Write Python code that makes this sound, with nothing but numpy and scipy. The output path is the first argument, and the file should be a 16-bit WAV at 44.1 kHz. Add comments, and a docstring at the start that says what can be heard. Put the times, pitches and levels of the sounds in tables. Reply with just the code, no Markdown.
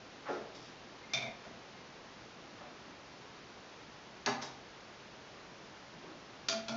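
"""A small, hard-floored room, with a toy flying pendulum of plastic bricks on a table.
The bob swings round on a thread, bounces on a thin steel rod, which rings, and hits the plastic
frame, whose loose bricks chatter. The thread slides along the rod; the arm's pivot squeaks faintly.
A few dull bumps and a steady hiss lie behind it; one narrow-band microphone hears it all."""
import sys
import numpy as np
from scipy import signal
from scipy.fft import rfft, irfft, next_fast_len
from scipy.io import wavfile
from scipy.ndimage import uniform_filter1d

SR = 44100
rng = np.random.default_rng(int(sys.argv[2]) if len(sys.argv) > 2 else 0)


def master(y):
    """Save y as 16-bit WAV."""
    cut = np.clip(np.atleast_2d(y).T, -1, 1)
    pcm = np.round(cut * 32767)  # scale
    wavfile.write(sys.argv[1], SR, pcm.astype(np.int16))


N = 298116
T = np.arange(SR) / SR  # one second in the life of a sound


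def amp(db):
    """Decibels to gain."""
    return 10 ** (np.asarray(db) / 20)


def unit(x):
    """Scale to unit energy."""
    return x / np.sqrt(np.sum(x ** 2))


def add(track, start_s, x):
    """Mix x into the track at start_s."""
    i = int(start_s * SR)
    track[i:i + len(x)] += x[:max(N - i, 0)]


def on_log_axis(hz, points):
    """Interpolate (f/Hz, value) points over log frequency."""
    f, value = np.transpose(points)
    return np.interp(np.log(hz + 1), np.log(f), value)


def colour(x, spectrum, tilt_db_oct=0):
    """Minimum-phase filter with the given spectrum and tilt."""
    n = 2 * next_fast_len(len(x))
    hz = np.arange(n // 2 + 1) * SR / n
    tilted = [(f, db + tilt_db_oct * np.log2(f / spectrum[0][0])) for f, db in spectrum]
    cepstrum = irfft(np.log(amp(on_log_axis(hz, tilted))))
    cepstrum[1:n // 2] *= 2
    cepstrum[n // 2 + 1:] = 0
    return irfft(rfft(x, n) * np.exp(rfft(cepstrum)))[:len(x)]


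def burst(envelope, spectrum, tilt_db_oct=0):
    """Dense, damped resonances as enveloped noise; unit energy."""
    return unit(colour(envelope * rng.standard_normal(len(envelope)), spectrum, tilt_db_oct))


def swell(tau_s):
    """Envelope of a soft contact taking up its load; peaks at 2 * tau_s."""
    return T ** 2 * np.exp(-T / tau_s)


def mode(hz, t60_s, swell_cycles, buzz_hz=0):
    """Damped sine with a gradual onset; buzzing contact jolts its phase and widens it by buzz_hz."""
    envelope = (1 - np.exp(-T * hz / swell_cycles)) * amp(-60 * T / t60_s)
    jolts = uniform_filter1d(rng.standard_normal(SR), size=90)
    wander_rad = np.cumsum(jolts) * np.sqrt(2 * np.pi * buzz_hz / SR)
    return envelope * np.sin(2 * np.pi * (hz * T + rng.random()) + wander_rad)


def ring(modes, swell_cycles):
    """Summed modes of a struck body."""
    return sum(amp(db) * mode(hz, t60_s, swell_cycles) for hz, db, t60_s in modes)


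# noise floor spectrum: f/Hz, level/dB
HISS_SPECTRUM = [(20, -23.5), (45, -9.5), (95, -7.5), (125, -2), (155, -3), (200, -2), (380, -2.5),
                 (1000, -6), (2200, -10.5), (5000, -15.5), (6100, -18), (7000, -22), (9000, -66)]


def hiss(rms_db=-53):
    """Steady room noise and microphone hiss."""
    return amp(rms_db) * np.sqrt(N) * burst(np.ones(N), HISS_SPECTRUM)


def push(tau_s, hz, edge_ratio=1.3):
    """Soft contact: noise swells and fades in a band round hz; unit energy."""
    noise = swell(tau_s) * rng.standard_normal(SR)
    highpass = signal.butter(5, hz / edge_ratio, "high", fs=SR, output="sos")
    lowpass = signal.butter(3, hz * edge_ratio, fs=SR, output="sos")
    return unit(signal.sosfilt(lowpass, signal.sosfilt(highpass, noise)))


# dull bumps: t/s, level/dB, swell tau/s, centre f/Hz
BUMP_EVENTS = [(.283, -6, .007, 380), (0.357, -17.5, 0.0051, 443), (2.605, -22.5, 0.006, 654),
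               (2.845, -27.5, 0.0093, 247), (6.024, -21.5, 0.0086, 345), (6.085, -27, 0.0083, 317)]


def bumps(scuff_lead_s=.04, scuff_db=-5.5, scuff_hz=1120, scuff_stretch=2.6):
    """Dull, soft contacts, each opening with a lighter, higher, slower scuff."""
    out = np.zeros(N)
    for start_s, db, tau_s, hz in BUMP_EVENTS:
        add(out, start_s - scuff_lead_s, amp(db + scuff_db) * push(tau_s * scuff_stretch, scuff_hz))
        add(out, start_s, amp(db) * push(tau_s, hz))
    return out


# thread friction spectrum: f/Hz, level/dB
SLIDE_SPECTRUM = [(60, -36), (300, -12), (1500, -16), (2700, -19), (3650, -2), (4150, -8), (4700, -4),
                  (5450, -1), (6300, -7), (7200, -12)]
# thread slides: t/s, level/dB, swell tau/s, tilt/(dB/oct)
SLIDE_EVENTS = [(.275, -21.5, 0.021, -5), (.535, -22, 0.012, -5), (.60, -24, 0.019, -4),
                (4.413, -13, 0.0061, -2)]


def thread_slides(grain_db=3, slip_samples=50):
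    """The thread slides along the rod in tiny slips."""
    out = np.zeros(N)
    for start_s, db, tau_s, tilt_db_oct in SLIDE_EVENTS:
        slips = amp(grain_db * np.repeat(rng.standard_normal(SR // slip_samples), slip_samples))
        add(out, start_s, amp(db) * burst(slips * swell(tau_s), SLIDE_SPECTRUM, tilt_db_oct))
    return out


# pivot squeaks: t/s, level/dB, length/s
SQUEAK_EVENTS = [(1.025, -51.5, 0.036), (1.072, -51, 0.15), (1.14, -53, 0.25), (1.638, -64, 0.25)]


def pivot_squeaks(pitch_hz=2120, waver=0.0031):
    """The pivot sings on one slightly unsteady note."""
    out = np.zeros(N)
    for start_s, db, length_s in SQUEAK_EVENTS:
        n = int(length_s * SR)
        drift = np.interp(np.arange(n), np.linspace(0, n, 8), rng.standard_normal(8))
        phase = 2 * np.pi * np.cumsum(pitch_hz * (1 + waver * drift)) / SR
        add(out, start_s, amp(db) * np.hanning(n) * np.sin(phase))
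    return out


# hard contact tick spectrum: f/Hz, level/dB
TICK_SPECTRUM = [(200, -45.5), (950, -17.5), (1400, -2), (2100, -11), (2500, 1), (2950, -5), (3420, 4),
                 (3950, -1), (4600, 4), (5050, -1), (5450, 3.5), (6300, 1.5), (7200, -12)]
# dry frame clack spectrum: f/Hz, level/dB
CLACK_SPECTRUM = [(40, -36), (100, -24), (180, -10), (250, -2), (420, -3.5), (520, -8.5), (860, 4.5),
                  (1300, -4.5), (1900, -4.5), (2600, -11.5), (3200, -16.5), (7000, -28.5)]
# plastic frame modes: f/Hz, level/dB, t60/s
FRAME_RESONANCES = [(236.3, -3.5, 0.61), (262.8, 0, 0.4), (404, 7.5, 0.18), (602.6, 8, 0.2),
                    (768, -8, 0.35), (884, 3.5, 0.1), (1064, 1.5, 0.19), (1633, 0.5, 0.12)]
# tabletop modes: f/Hz, level/dB, t60/s
TABLE_RESONANCES = [(125.7, 1.5, 0.7), (134.6, -1.5, 0.76)]


def contact(tick_db, tick_tau_s, frame_db, boom_db, clack_tau_s=0.0028, press_tau_s=0.00056):
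    """A blow ticks and clacks; frame and table ring on. Returns (part sent round the room, near part)."""
    press = 1 - np.exp(-T / press_tau_s)
    tick = amp(tick_db) * burst(press * np.exp(-T / tick_tau_s), TICK_SPECTRUM)
    clack = amp(frame_db) * burst(np.exp(-T / clack_tau_s), CLACK_SPECTRUM)
    frame_ring = amp(frame_db - 35) * ring(FRAME_RESONANCES, swell_cycles=2.8)
    table_boom = amp(boom_db) * ring(TABLE_RESONANCES, swell_cycles=2.4)
    return np.array([tick + clack, frame_ring + table_boom])


# rod bending modes, in order: f/Hz, level/dB, t60/s, split between planes/Hz
ROD_BENDING = [(223, -38.5, 0.4, 3), (667, -38.7, 0.85, 1), (1396, -31.5, 0.16, 61),
               (2324, -35.3, 0.16, -130), (3620, -41.5, 0.15, -150), (4680, -45, 0.1, 76),
               (6000, -69, 0.11, 100)]


def rod_ring(tilt_db_oct, place, grip, second_plane_db=-13, radiate_hz=1400, buzz=2.7, damping=2.05):
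    """The steel rod bends in two planes. Returns (part sent round the room, near part)."""
    far, near = 0, 0
    for order, (hz, db, t60_s, split_hz) in enumerate(ROD_BENDING, 1):
        gain = amp(db + tilt_db_oct * np.log2(hz / ROD_BENDING[1][0]))
        coupling = np.sin(order * np.pi * place)  # weak when struck near a node
        # thread wound round the rod damps it and makes it buzz
        damped_t60_s = t60_s / (1 + damping * grip * np.sqrt(t60_s))
        buzz_hz = buzz * grip * np.sqrt(hz)
        first, second = (mode(f, damped_t60_s, swell_cycles=5.8, buzz_hz=buzz_hz)
                         for f in (hz, hz + split_hz))
        pair = gain * coupling * (first + amp(second_plane_db) * second)
        radiated = 1 - np.exp(-(hz / radiate_hz) ** 3)  # a thin rod radiates its high modes best
        far += radiated * pair
        near += (1 - radiated) * pair
    return np.array([far, near])


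# bob on rod: t/s, tick level/dB, ring level/dB, frame level/dB, place along rod/0-1, thread grip/0-1
ROD_STRIKES = [(1.134, -8.5, -1, -24.5, .322, 0.8), (1.224, -24.5, -3.5, -27, .335, 0.74),
               (1.44, -35, -15, -32.5, 0.29, 0.69), (6.485, -2.5, -3.5, -21, 0.28, .05),
               (6.682, -13.5, -2, -23.5, 0.22, .1)]
# contacts within one strike: delay/s
CONTACT_DELAYS_S = [0, .011, .040]


def rod_blows(tick_step_db=-6, ring_step_db=0.5, tick_tau_s=.006, choke_tau_s=.012):
    """The bob bounces on the rod; its next strike chokes the ring. Yields (t/s, sound) per contact."""
    returns_s = [strike[0] for strike in ROD_STRIKES[1:]] + [np.inf]
    for (start_s, first_tick_db, ring_db, frame_db, place, grip), return_s in zip(ROD_STRIKES, returns_s):
        # each contact is softer, while the rod takes up more of the swing
        for k, delay_s in enumerate(CONTACT_DELAYS_S):
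            contact_s = start_s + delay_s
            tick_db = first_tick_db + tick_step_db * k
            tilt_db_oct = -1.24 + 11.5 * grip + 0.2734 * tick_db  # grip and hardness brighten the ring
            choke = np.exp(-np.maximum(contact_s + T - return_s, 0) / choke_tau_s)
            steel = amp(ring_db + ring_step_db * k) * choke * rod_ring(tilt_db_oct, place, grip)
            knock = contact(tick_db, tick_tau_s, frame_db, boom_db=ring_db - 53)
            yield contact_s, steel + knock


# bob on frame: t/s, tick level/dB, rattle level/dB
FRAME_STRIKES = [(4.261, -5.5, -8.2), (4.413, -41, -21)]


def frame_blows(knocks=7, gap_s=.0044, peak_s=0.013, slope_db_per_s=648, tick_tau_s=.0033):
    """The bob hits the frame; loose bricks chatter up to a peak and die away. Yields (t/s, sound)."""
    for start_s, first_tick_db, rattle_db in FRAME_STRIKES:
        for k in range(knocks):
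            delay_s = k * gap_s
            knock_db = rattle_db - slope_db_per_s * abs(delay_s - peak_s)
            tick_db = knock_db - 19 if k else first_tick_db
            yield start_s + delay_s, contact(tick_db, tick_tau_s, knock_db, boom_db=knock_db - 45.5)


# room decay: f/Hz, t60/s
ROOM_DECAY = [(120, 0.48), (260, 0.54), (700, 0.6), (1840, 0.45), (4850, 0.33), (7500, 0.3)]


def echoes(gap_s=0.0036, build_s=0.0025, sparse_s=0.022):
    """Separate echoes off the near walls thicken into a tail whose treble dies first."""
    t = np.maximum(T - gap_s, 0)
    density = np.clip(0.051 + (t / sparse_s) ** 2, 0, 1)
    arrivals = rng.standard_normal(SR) * (rng.random(SR) < density) / np.sqrt(density)
    spectrum = rfft(arrivals)
    hz = np.arange(len(spectrum))
    tail = 0
    for centre_hz, t60_s in ROOM_DECAY:
        band = on_log_axis(hz, [(f, f == centre_hz) for f, _ in ROOM_DECAY])
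        tail += irfft(spectrum * band) * amp(-60 * t / t60_s)
    return unit(tail * (1 - np.exp(-t / build_s)))


def room(x, wet_db=-1.5):
    """The hand-held microphone drifts, so each second meets its own pattern of echoes."""
    out = np.zeros(N)
    for i in range(0, N, SR):
        add(out, i / SR, signal.fftconvolve(x[i:i + SR], echoes()))
    return amp(wet_db) * out


def scene():
    """The toy, its room and the hiss, the same in both ears."""
    far, near = np.zeros(N), np.zeros(N)
    for start_s, (far_part, near_part) in [*rod_blows(), *frame_blows()]:
        add(far, start_s, far_part)
        add(near, start_s, near_part)
    far += bumps() + thread_slides()
    mono = far + room(far) + near + pivot_squeaks() + hiss()
    return np.array([mono, mono])


def record(dry, rolloff_hz=6900, cutoff_hz=7500):
    """The microphone's top rolls off, then is cut steeply."""
    rolloff = signal.butter(8, rolloff_hz, fs=SR, output="sos")
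    cutoff = signal.ellip(10, .2, 70, cutoff_hz, fs=SR, output="sos")
    return signal.sosfilt(cutoff, signal.sosfilt(rolloff, dry))


dry = scene()
out = record(dry)
master(out)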